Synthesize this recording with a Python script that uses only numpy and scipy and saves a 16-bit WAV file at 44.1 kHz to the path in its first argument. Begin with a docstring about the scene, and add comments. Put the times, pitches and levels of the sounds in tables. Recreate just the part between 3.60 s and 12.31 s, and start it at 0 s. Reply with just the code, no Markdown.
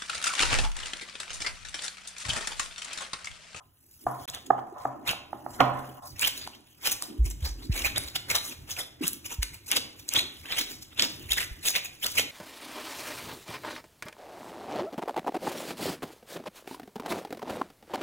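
"""A kitchen: gloved hands knead crumbly dough in a plastic bowl on a wooden counter, then pat a ball of it into
shape. The bowl knocks and slides, as pulses of squeezed air and noise ringing through its resonances. The
gloves squish, peel and snap, as clumped grains of noise and millisecond blips; the counter thumps softly, as
low sines that sag. The room answers with decaying noise tails. Much of the treble is nearly the same in both
channels, the left a little ahead; the level dips briefly twice."""
import sys
import numpy as np
from scipy import signal
from scipy.fft import rfft, irfft, next_fast_len
from scipy.io import wavfile
from scipy.ndimage import uniform_filter1d, map_coordinates

SR = 44100
rng = np.random.default_rng(int(sys.argv[2]) if len(sys.argv) > 2 else 0)


def unload_audio(sound):
    """Save the sound as a 16-bit wav file, at the path given as the first command line argument."""
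    columns = np.transpose(np.atleast_2d(sound))
    # keep every value between -1 and 1, then stretch to whole-number steps
    steps = np.round(np.clip(columns, -1, 1) * 32767)
    wavfile.write(sys.argv[1], SR, steps.astype(np.int16))


def ratio_of_db(decibels):
    """Turn decibels (scalar or array-like) into linear amplitude factors; 0 dB maps to 1."""
    return 10 ** (np.asarray(decibels, float) / 20)


N = 384111  # samples


def unit(x):
    """Scale to rms 1."""
    return x / np.sqrt(np.mean(x ** 2) + 1e-20)


def along(points, hz):
    """Read a table of (frequency, value) points on a log frequency axis."""
    point_hz, value = np.transpose(points)
    return np.interp(np.log(hz + 1), np.log(point_hz + 1), value)


def curves(rows):
    """One value per sample for each column after the time."""
    s, *columns = np.transpose(rows)
    return [np.interp(np.arange(N) / SR, s, column) for column in columns]


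def wobble(rate):
    """A smooth random curve, rate knots a second."""
    knots = rng.standard_normal(int(N * rate / SR) + 4)
    return map_coordinates(knots, [np.arange(N) * rate / SR])


def ramps(rows, rise_db_per_s, fall_db_per_s):
    """Gain of (start_s, length_s, level_db) events that climb, hold and die away at steady rates."""
    t = np.arange(N) / SR
    gain = 0
    for start, length, db in rows:
        climb_db = rise_db_per_s * np.maximum(start - t, 0)
        decay_db = fall_db_per_s * np.maximum(t - start - length, 0)
        gain = gain + ratio_of_db(db - climb_db - decay_db)
    return gain


def filtered(x, response):
    """x times a complex response of frequency."""
    n = x.shape[-1]
    m = next_fast_len(n + 4096)
    return irfft(rfft(x, m) * response(np.fft.rfftfreq(m, 1 / SR)), m)[..., :n]


def coloured(x, spectrum):
    """x shaped by a spectrum table, rms 1."""
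    return unit(filtered(x, lambda hz: ratio_of_db(along(spectrum, hz))))


def peak(f, hz, width_hz):
    """One causal resonance."""
    return 1j * f * width_hz / (hz * hz - f * f + 1j * f * width_hz + 1e-9)


def above(x, corner_hz):
    """The part of x above a steep corner."""
    return filtered(x, lambda hz: 1 / (1 + (corner_hz / (hz + 1)) ** 8))


def add(track, s, sound):
    """Mix a short sound in at time s."""
    i = round(s * SR)
    track[..., i:i + sound.shape[-1]] += sound


# how alike the two ports hear each frequency: pitch_hz, likeness (0 to 1)
PORT_LIKENESS = [(60, 1), (200, 0.81), (600, 0.24), (1500, 0.2), (3000, 0.53), (4400, .99), (9000, 0.89),
                 (15000, 0.44)]


def spread(a, b):
    """Mix two versions of a sound into two ports with the likeness of each frequency."""
    def mid_side_gain(hz):
        angle = np.arccos(np.clip(along(PORT_LIKENESS, hz), -1, 1)) / 2
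        return np.array([np.cos(angle), np.sin(angle)])
    mid, side = filtered(np.array([a, b]), mid_side_gain)
    return np.array([mid + side, mid - side])


# work of arms and hands between strokes: time_s, counter_stir_db, glove_rustle_db
HAND_WORK = [(0.0, -69.5, -79.5), (0.34, -68, -83), (0.65, -57, -59), (1.05, -64, -76.5),
             (1.89, -63, -71.5), (2.18, -59, -58.5), (2.5, -62, -75.5), (2.75, -53.5, -63),
             (3.05, -65.5, -69.5), (3.45, -62.5, -54.5), (3.7, -55.5, -75), (4.3, -49.5, -60),
             (5.3, -58.5, -71), (5.6, -56.5, -71), (6.94, -58.5, -57.5), (7.33, -59.5, -66),
             (7.55, -52.5, -55), (8.35, -62.5, -64.5), (8.71, -59, -62)]
# soft pushes sounding in the wood: time_s, level_db
WOOD_PUSHES = [(.46, -48.5), (0.902, -49), (1.31, -47.5), (1.75, -45), (2.011, -41), (2.86, -52.5),
               (3.3, -60), (3.45, -51), (3.52, -45), (4.051, -48.5), (5.46, -50), (6.14, -47),
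               (6.57, -49.5), (7.01, -48.5), (7.42, -48), (8.609, -50)]
# spectral shapes of bass rumble, wood and room air: pitch_hz, level_db (per Hz)
RUMBLE_SPECTRUM = [(20, -15.5), (45, -10.5), (80, 1), (130, -3), (190, -14), (300, -37)]
WOOD_SPECTRUM = [(150, -24), (220, -1.5), (300, 3), (400, -4), (500, -21.5), (800, -51.5)]
AIR_SPECTRUM = [(30, -24.5), (100, 30.5), (300, 1.5), (600, -13), (1500, -38.5), (4000, -50.5), (9000, -29),
                (15500, -31.5)]


def background():
    """Arms and counter stir in the bass over the steady air of the room; pushes sound in the wood."""
    air_db, wood_rest_db = -83, -4  # wood between pushes, against the counter stir

    def noise(spectrum):
        return coloured(rng.standard_normal((2, N)), spectrum)

    stir = ratio_of_db(curves(HAND_WORK)[0])
    pushes = ramps([(s, 0, db) for s, db in WOOD_PUSHES], rise_db_per_s=500, fall_db_per_s=90)
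    rumble = stir * ratio_of_db(5 * wobble(15)) * noise(RUMBLE_SPECTRUM)
    wood_level = pushes + ratio_of_db(wood_rest_db) * stir
    wood = wood_level * ratio_of_db(3.5 * wobble(30)) * noise(WOOD_SPECTRUM)
    air = ratio_of_db(air_db) * noise(AIR_SPECTRUM)
    return spread(*(rumble + wood + air))


# resonances of bowl and counter top: pitch_hz, width_hz, level_db
BOWL_RESONANCES = [(264.5, 63, -0.5), (346, 210, -14), (420, 66, -10), (588.6, 21, 4.5), (706, 27, 6),
                   (810, 54, 2), (982, 44, 3.5), (1066, 39, 4.5), (1270, 95, -1.5), (1480, 86, -10),
                   (1760, 120, -13)]


def bowl_body(f):
    """The resonances of the bowl standing on the counter, alternating in sign, with the treble rolled off."""
    body = 0
    for k, (hz, width_hz, db) in enumerate(BOWL_RESONANCES):
        body = body + (-1) ** k * ratio_of_db(db) * peak(f, hz, width_hz)
    return body / (1 + (f / 2300) ** 4)


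# the bowl slides: start_s, length_s, level_db
BOWL_DRAGS = [(-.05, 0.067, -54), (1.165, 0.083, -41), (1.93, .05, -62.5), (2.38, 0.0858, -45)]


def drag():
    """The bowl's foot rubs over the wood: unsteady noise sounds the bowl's resonances."""
    rub = filtered(rng.standard_normal((2, N)), lambda f: bowl_body(f) * peak(f, 1000, 900))
    level = ramps(BOWL_DRAGS, rise_db_per_s=702, fall_db_per_s=449)
    return spread(*(level * ratio_of_db(2.3 * wobble(27)) * unit(rub)))


def crackle(clump_db, spike_db):
    """Dense tiny tears: noise in clumps of a few milliseconds, with rare sharp grains."""
    clumps = ratio_of_db(clump_db * (wobble(35) + 1.6 * wobble(140)))
    grains = np.minimum(rng.exponential(size=N // 12 + 1), 6)
    spikes = ratio_of_db(spike_db * np.repeat(grains, 12)[:N])  # each grain lasts 12 samples
    return unit(clumps * spikes ** .9) * rng.standard_normal((2, N))


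def pocketed(x, pocket_hz, pocket_db, patchy_db):
    """The hollow between palm and dough lifts a moving band; folds of glove colour the sound in patches."""
    f, t, z = signal.stft(x, SR, nperseg=256)
    centre = pocket_hz[np.minimum((t * SR).astype(int), N - 1)]
    pocket = 1 + ratio_of_db(pocket_db) * abs(peak(f[:, None], centre, .19 * centre)) ** 2
    patches = uniform_filter1d(rng.standard_normal(z.shape[1:]), 3, 0)  # smooth over frequency
    patches = uniform_filter1d(patches, 7, 1)  # then over time
    gain = pocket * ratio_of_db(patchy_db * unit(patches))
    return unit(signal.istft(z * gain, SR, nperseg=256)[1][:, :N])


# strokes of the gloves on the dough: time_s, level_db, length_s, pocket_hz, brightness_db (treble over middle)
GLOVE_STROKES = [(0.454, -77, .45, 3000, 21), (1.226, -59, .15, 1910, 4.5), (1.93, -74.5, .15, 2970, 23),
                 (0.691, -42, .021, 3540, 2), (0.745, -39, 0.019, 3490, 2),
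                 (0.77, -44.5, 0.042, 3040, -19.5), (0.867, -56, 0.013, 3540, 14),
                 (1.486, -29.5, 0.039, 2680, 0.1), (1.513, -31, 0.022, 3370, .6),
                 (2.009, -24, .015, 1910, -9.5), (2.468, -66.5, .085, 4300, 20.5),
                 (2.616, -43.5, .04, 2600, 15.5), (2.639, -26.5, 0.073, 2970, -2),
                 (2.675, -23, 0.021, 3450, 5.5), (2.778, -47, .05, 4020, 10), (2.826, -41, 0.045, 3690, -6),
                 (2.869, -41.5, 0.013, 2484, -1), (2.95, -57.5, 0.032, 3350, 0),
                 (3.268, -26.5, .049, 2810, 4), (3.319, -35, 0.033, 2560, 12),
                 (3.428, -40.5, 0.023, 3350, 9), (3.667, -47, 0.042, 2750, 10.5),
                 (3.712, -49.5, .022, 2930, 11), (3.859, -37.5, .055, 4420, 4.5),
                 (4.027, -51, 0.05, 3810, 1.5), (4.129, -46, .03, 3000, -1.5),
                 (4.18, -31.5, 0.071, 2540, 2), (4.261, -23, 0.034, 2674, 2), (4.363, -29, .021, 3500, -6),
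                 (4.378, -24.5, 0.011, 3890, -2.5), (4.431, -45.5, .055, 3560, 6),
                 (4.477, -46, .029, 3460, 4.5), (4.56, -29.5, .021, 3270, -0.5),
                 (4.711, -22, 0.032, 2380, -1), (4.758, -26, .044, 3005, -0.5),
                 (4.863, -49.5, .08, 2900, 13), (4.926, -43, .026, 3280, 1.5),
                 (5.096, -41, 0.032, 3200, -1.5), (5.113, -43, .045, 3440, 8.5),
                 (5.195, -31.5, 0.049, 3090, 5.5), (5.445, -33.5, 0.046, 2990, 0.5),
                 (5.473, -39.5, 0.024, 3050, 13.5), (5.533, -53.5, 0.02, 3370, 13),
                 (5.658, -44, .027, 2860, 12), (5.72, -39, 0.039, 2960, 7), (5.83, -30.5, 0.013, 2430, 7),
                 (5.946, -55, .033, 2450, 8.5), (6.093, -48, 0.038, 2990, 17.5),
                 (6.123, -23.5, .034, 2920, -8.5), (6.168, -19.5, 0.0198, 2930, 1.5),
                 (6.398, -51.5, .016, 3340, 9), (6.487, -44.5, 0.012, 2810, 12.5),
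                 (6.566, -23.5, 0.06, 3400, -3), (6.858, -40.5, 0.036, 2770, -13),
                 (6.925, -26, 0.041, 3490, -8), (6.987, -28.5, .052, 3260, 2), (7.11, -44.5, 0.06, 4250, 5),
                 (7.224, -57, 0.02, 3550, 17), (7.327, -52.5, 0.023, 3170, -15.5),
                 (7.397, -28.5, 0.034, 3810, -5.5), (7.428, -24, 0.042, 3920, -0.5),
                 (7.714, -31.5, 0.024, 3300, -1.5), (7.732, -30.5, .018, 2670, 0),
                 (7.781, -27.5, 0.029, 1898, -2), (7.814, -32, .05, 2390, -0.5),
                 (8.06, -27, 0.032, 3230, 4.5), (8.083, -27, 0.027, 3530, 7), (8.106, -32, .015, 3500, 7),
                 (8.164, -24, 0.038, 2540, -1.5), (8.25, -39.5, 0.026, 2510, 9),
                 (8.443, -39, 0.035, 2204, 5), (8.456, -31, 0.049, 4180, 4.5), (8.527, -47, .033, 3970, 11),
                 (8.557, -33, .023, 2410, 8), (8.588, -22.5, 0.043, 2800, 2.5)]


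def strokes():
    """Pressure of the hands: level of the middle and the treble, and the pocket pitch, led by the strongest stroke."""
    rise_share = 0.46  # of a stroke's length; each side is the time to change by 10 dB
    pocket_glide = .35  # the hollow closes: its pitch climbs from this share below to this share above
    power, t = np.zeros((3, N + SR)), np.arange(-SR // 4, SR // 4) / SR
    for s, db, length, hz, bright_db in GLOVE_STROKES:
        rise, fall = rise_share * length, (1 - rise_share) * length
        distance = np.where(t < 0, -t / max(rise, .003), t / max(fall, .003))
        shape = ratio_of_db(2 * (db - 10 * distance ** 1.4))  # as power
        treble = shape * ratio_of_db(2 * bright_db)
        pocket = hz * (1 + pocket_glide * np.clip(t / length, -1, 1))
        add(power, s + .25, np.array([shape, treble, shape * pocket]))
    floor = np.array([[1e-9], [1e-9], [3e-6]])  # the pocket rests at 3000 Hz
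    mid, top, weighted_hz = power[:, SR // 2:SR // 2 + N] + floor
    return np.sqrt(mid), np.sqrt(top), weighted_hz / mid


# spectral shapes of glove crackle and dough squelch: pitch_hz, level_db (per Hz)
GLOVE_SPECTRUM = [(1000, -33.5), (1600, -13), (2200, -9.5), (3900, -11), (4400, -10.5), (8000, -13),
                  (12000, -15.5), (15500, -16)]
DOUGH_SPECTRUM = [(250, -4.5), (500, 0.5), (900, 0), (1500, -0.5), (2000, -6), (3000, -36.5)]
# the dough's squelch against the crackle, varying over time, fullest around 2.2 s: time_s, level_db
SQUELCH_BALANCE = [(0, 1), (1.2, -7), (2.2, 17), (2.55, -9), (4, -4), (8.71, -8)]
# the glove slides smoothly along the bowl's wall: start_s, length_s, level_db
WALL_SLIDES = [(.3, .35, -54), (1.87, 0.74, -57.5)]


def squish():
    """The gloves rub and tear the dough: grains in the middle and treble, a duller squelch below, a thin hiss above."""
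    hiss_db = 2.5  # treble of the rustle over its middle
    sheen_hz, sheen_db = 9500, -7  # the thin hiss lies above this; its level against slides and rustle
    mid, top, pocket_hz = strokes()
    rustle = ratio_of_db(curves(HAND_WORK)[1] + 1.2 * wobble(11))
    body_db = curves(SQUELCH_BALANCE)[0]

    tears = coloured(crackle(clump_db=1.7, spike_db=2.6), GLOVE_SPECTRUM)
    rub = pocketed(tears, pocket_hz, pocket_db=8, patchy_db=4)
    high = above(rub, 4600)
    sheen = above(high, sheen_hz)
    body = coloured(crackle(clump_db=1, spike_db=.6), DOUGH_SPECTRUM)
    body = pocketed(body, pocket_hz, pocket_db=-20, patchy_db=2.5)

    mid = 1.075 * mid + rustle
    top = 0.88 * top + ratio_of_db(hiss_db) * rustle
    slide = ramps(WALL_SLIDES, rise_db_per_s=60, fall_db_per_s=120) + rustle
    squelch = 0.43 * mid ** 0.89  # the body grows less than the crackle as the hands press harder
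    grains = mid * unit(rub - high) + top * unit(high)
    thin_hiss = ratio_of_db(sheen_db) * slide * unit(sheen)
    return spread(*(grains + thin_hiss + ratio_of_db(body_db) * squelch * body))


# the room's decay: pitch_hz, t60_s
ROOM_DECAY = [(100, 1), (500, 0.75), (1500, 0.55), (4000, 0.44), (12000, 0.27)]


def kitchen(x):
    """Each frequency of the room's answer dies at its own speed; it is redrawn at random every third of a second."""
    out, step = np.zeros((2, N + 2 * SR)), SR // 3
    for i in range(0, N, step):
        hz, t, z = signal.stft(rng.standard_normal((2, SR * 2 // 3)), SR, nperseg=256)
        decay = ratio_of_db(-60 * t / along(ROOM_DECAY, hz)[:, None])
        tail = signal.istft(z * decay, SR, nperseg=256)[1]
        tail = tail / np.linalg.norm(tail[0])
        add(out, i / SR + .008, signal.fftconvolve(x[None, i:i + step], tail, axes=1))
    return spread(*out[:, :N])


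# dull thumps through the counter: start_s, level_db (peak), pitch_hz, rise_s, t60_s
COUNTER_THUMPS = [(0.452, -40, 40, 0.0069, 0.099), (1.121, -37, 330, 0.0055, 0.046),
                  (2.02, -46, 45, .011, .15), (3.585, -14, 57.2, 0.062, 0.117),
                  (3.651, -23.5, 50.5, 0.0058, 0.43), (3.82, -22, 62.2, 0.0091, 0.29),
                  (3.87, -29, 45.97, 0.0097, 0.55), (4.094, -17, 39.8, 0.003, 0.2),
                  (4.201, -34, 58.4, .018, 0.38), (4.441, -38, 62.3, .012, 0.13),
                  (4.56, -45, 89.4, 0.0137, 0.054), (5.407, -23.5, 246, 0.0046, 0.068),
                  (5.421, -28, 260.3, 0.0031, 0.071), (5.433, -31, 162.7, 0.0088, 0.068),
                  (5.437, -38, 317.4, 0.0045, 0.078), (5.783, -21.5, 47.7, 0.0072, 0.19),
                  (6.559, -40.5, 94, .017, 0.08), (7.693, -34, 52.8, 0.014, 0.22),
                  (7.907, -31.5, 40.6, 0.0088, 0.097), (8.592, -46, 94.3, 0.0081, 0.2)]


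def thumps():
    """A soft blow swings the counter at a low pitch that sags as the contact spreads."""
    out, t = np.zeros((2, N + SR)), np.arange(SR // 2) / SR
    leans = rng.normal(0, 0.2, len(COUNTER_THUMPS))  # radians, opposite in the two ports
    for (s, db, hz, rise, t60), lean in zip(COUNTER_THUMPS, leans):
        sag_cycles = 0.32 * 0.013 / rise  # extra cycles; faster blows start further above their pitch
        turns = hz * t + sag_cycles * (1 - np.exp(-t / 0.0091))
        shape = ratio_of_db(-60 * t / max(t60, .02)) * (1 - np.exp(-(t / rise) ** 2))
        swing = np.sin(2 * np.pi * turns + lean * np.array([[1], [-1]]))
        add(out, s, ratio_of_db(db) * shape / shape.max() * swing)
    return out[:, :N]


# the bowl rocks onto the counter: time_s, level_db, pitch_hz, ringing_db (against the blow), left_right_db
BOWL_KNOCKS = [(0.467, -15, 732, -16.5, 0), (0.904, -8.5, 762, -28, -7.5), (0.982, -27.5, 810, -19, 1),
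               (0.991, -28.5, 817, -27, -7), (1.253, -16.5, 760, -18.5, 1),
               (1.533, -28.5, 735, -17.5, -7.5), (1.731, -24.5, 785, -24, -4.5),
               (1.864, -25, 779.6, -22, -4.5), (2.005, -9, 750, -12.5, -7), (2.876, -30.5, 880, -28, 2),
               (3.424, -33.5, 1190, -20.5, 0.5), (8.595, -25, 471, -29.5, -1.5)]


def knocks():
    """Each knock is a few cycles of air squeezed under the bowl; bowl and counter ring on, the counter booms late."""
    full_s, s_per_db = .0145, .00032  # length at 0 dB; softer knocks are shorter
    out, t = np.zeros((2, N + SR)), np.arange(SR // 2) / SR

    def tone(hz):
        return np.sin(2 * np.pi * hz * t)

    for s, db, hz, ring_db, pan_db in BOWL_KNOCKS:
        length = full_s + s_per_db * db
        swell = np.sin(np.pi * np.minimum(t / max(length, .003), 1) ** 0.86) ** 2
        blow = 1.13 * swell * (tone(hz) + 0.29 * tone(1.598 * hz))
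        blow += swell ** 7.3 * (0.37 * tone(.58 * hz) + 0.19 * tone(2.15 * hz))  # only at the crest
        ring_shape = ratio_of_db(-60 * t / 0.53) * (1 - np.exp(-t / 0.00043))
        ring = filtered(ring_shape * rng.standard_normal((2, len(t))), bowl_body)
        ring = (.5 * ring.mean(0) + 0.28 * ring) / ring[:, :4000].std()  # partly shared by the ports
        boom = 0.8 * ratio_of_db(-60 * t / 0.47) * (1 - np.exp(-t / 0.017)) * tone(130)
        pan = ratio_of_db(np.array([[pan_db / 2], [-pan_db / 2]]))
        knock = pan * (blow + ratio_of_db(ring_db) * ring) + ratio_of_db(ring_db) * boom
        add(out, s - .002, ratio_of_db(db) * knock)
    return out[:, :N]


# gloves peeling off with a snap: time_s, level_db, low_hz, high_hz (band)
GLOVE_SNAPS = [(0.7, -21, 5900, 7200), (0.7485, -20.5, 3080, 7600), (1.492, -10, 2740, 4730),
               (2.005, -10, 2170, 3340), (2.5951, -13.5, 4800, 8750), (2.6131, -13, 8400, 11000),
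               (2.6318, -14.5, 2280, 4040), (2.648, -12, 2500, 3380), (2.875, -23.5, 2727, 9100),
               (3.313, -16, 5700, 12300), (3.3276, -12, 8100, 14000), (3.424, -13, 5000, 9850),
               (3.7021, -22, 9100, 13600), (4.1257, -24, 3340, 4640), (4.2626, -18, 2560, 7300),
               (4.361, -19, 2700, 5360), (4.381, -8.5, 6900, 10100), (4.5622, -15, 2500, 3660),
               (4.7025, -11, 2800, 7000), (4.754, -11.5, 2800, 9900), (4.762, -6.5, 2800, 10700),
               (5.48, -6, 8400, 12100), (5.5325, -14, 10000, 14000), (5.83, -10, 2400, 8840),
               (6.1157, -5, 2900, 13570), (6.1205, -10.5, 2834, 5210), (6.169, -9, 2840, 9500),
               (6.175, -18, 8200, 10200), (6.4904, -12.5, 4640, 7600), (6.5379, -7.5, 5300, 10000),
               (6.5517, -17, 2700, 4800), (6.5584, -7.5, 2940, 3720), (6.5785, -20, 3400, 8000),
               (7.396, -4, 2600, 3860), (7.3986, -17.5, 3400, 4180), (7.423, -3.5, 2670, 5940),
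               (7.4495, -23, 2920, 4500), (7.713, -28, 2800, 13000), (7.7332, -10, 3400, 13200),
               (8.0857, -10, 4000, 10700), (8.0937, -11, 4900, 11100), (8.1056, -14, 5860, 14700),
               (8.153, -14, 2210, 3100), (8.4649, -17, 6540, 10000), (8.5877, -14, 2800, 10900),
               (8.5963, -10.5, 2350, 5000)]


def snaps():
    """A snap is a blip of about a millisecond in one band, with a weak short fizz after it."""
    out, t = np.zeros((2, N + SR)), np.arange(-SR // 200, SR // 40) / SR
    fizz = .25 * (t > 0) * ratio_of_db(-60 * np.abs(t) / .03)
    blip = np.exp(-(t / .0008) ** 2) + fizz
    for s, db, low_hz, high_hz in GLOVE_SNAPS:
        def band(f):
            low_cut = 1 + (.85 * low_hz / (f + 1)) ** 8
            high_cut = 1 + (f / (1.15 * high_hz)) ** 8
            return 1 / np.sqrt(low_cut * high_cut)
        snap = filtered(blip * rng.standard_normal((2, len(t))), band)
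        add(out, s + t[0], ratio_of_db(db) * snap / np.abs(snap).max())
    return spread(*out[:, :N])


def scene():
    """Near sounds, their room, and the background."""
    bowl = knocks() + drag()
    gloves = squish() + snaps()
    room = kitchen(ratio_of_db(-11.5) * bowl.mean(0) + ratio_of_db(-9) * gloves.mean(0))
    return bowl + gloves + thumps() + room + background()


# level between the ports: pitch_hz, left_right_db
PORT_TILT = [(60, -0.5), (1200, -0.5), (2000, -2.5), (3000, -1), (4100, 0)]
# phase between the ports: pitch_hz, left_lead_rad
PORT_LEAD = [(0, 0), (700, -.6), (1500, 0), (2200, 1.2), (3700, 1.7), (4650, 3.14), (9000, 9.42),
             (15300, 18.85), (22050, 28.9)]
# upper band limit: pitch_hz, level_db
BAND_LIMIT = [(15600, -0.5), (16100, -34), (16600, -52), (16900, -68.5)]


def two_channels(x):
    """The left channel leads in the treble, the right is louder in the middle; the top of the band is cut."""
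    def response(hz):
        lead = np.interp(hz, *np.transpose(PORT_LEAD))
        half = ratio_of_db(along(PORT_TILT, hz) / 2) * np.exp(.5j * lead)  # each port takes half the difference
        return ratio_of_db(along(BAND_LIMIT, hz)) * np.array([half, 1 / half])
    return filtered(x, response)


# the level dips briefly: start_s, end_s, level_db
LEVEL_DIPS = [(.656, .678, -90), (2.4, 2.422, -9)]


def level_dips(x):
    """Briefly lower the level of both ports, with edges smoothed over 40 samples."""
    t = np.arange(N) / SR
    for start, end, db in LEVEL_DIPS:
        gain = np.where((t > start) & (t < end), ratio_of_db(db), 1)
        x = x * uniform_filter1d(gain, size=40)
    return x


def low_pass(x):
    """Removes everything above the highest recorded frequency."""
    return signal.sosfilt(signal.butter(12, 16980, fs=SR, output="sos"), x)


def record(dry):
    """The scene is shaped into its two channels, then the level dips are applied."""
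    mix = level_dips(two_channels(dry))
    return low_pass(mix)


dry = scene()
out = record(dry)
unload_audio(out)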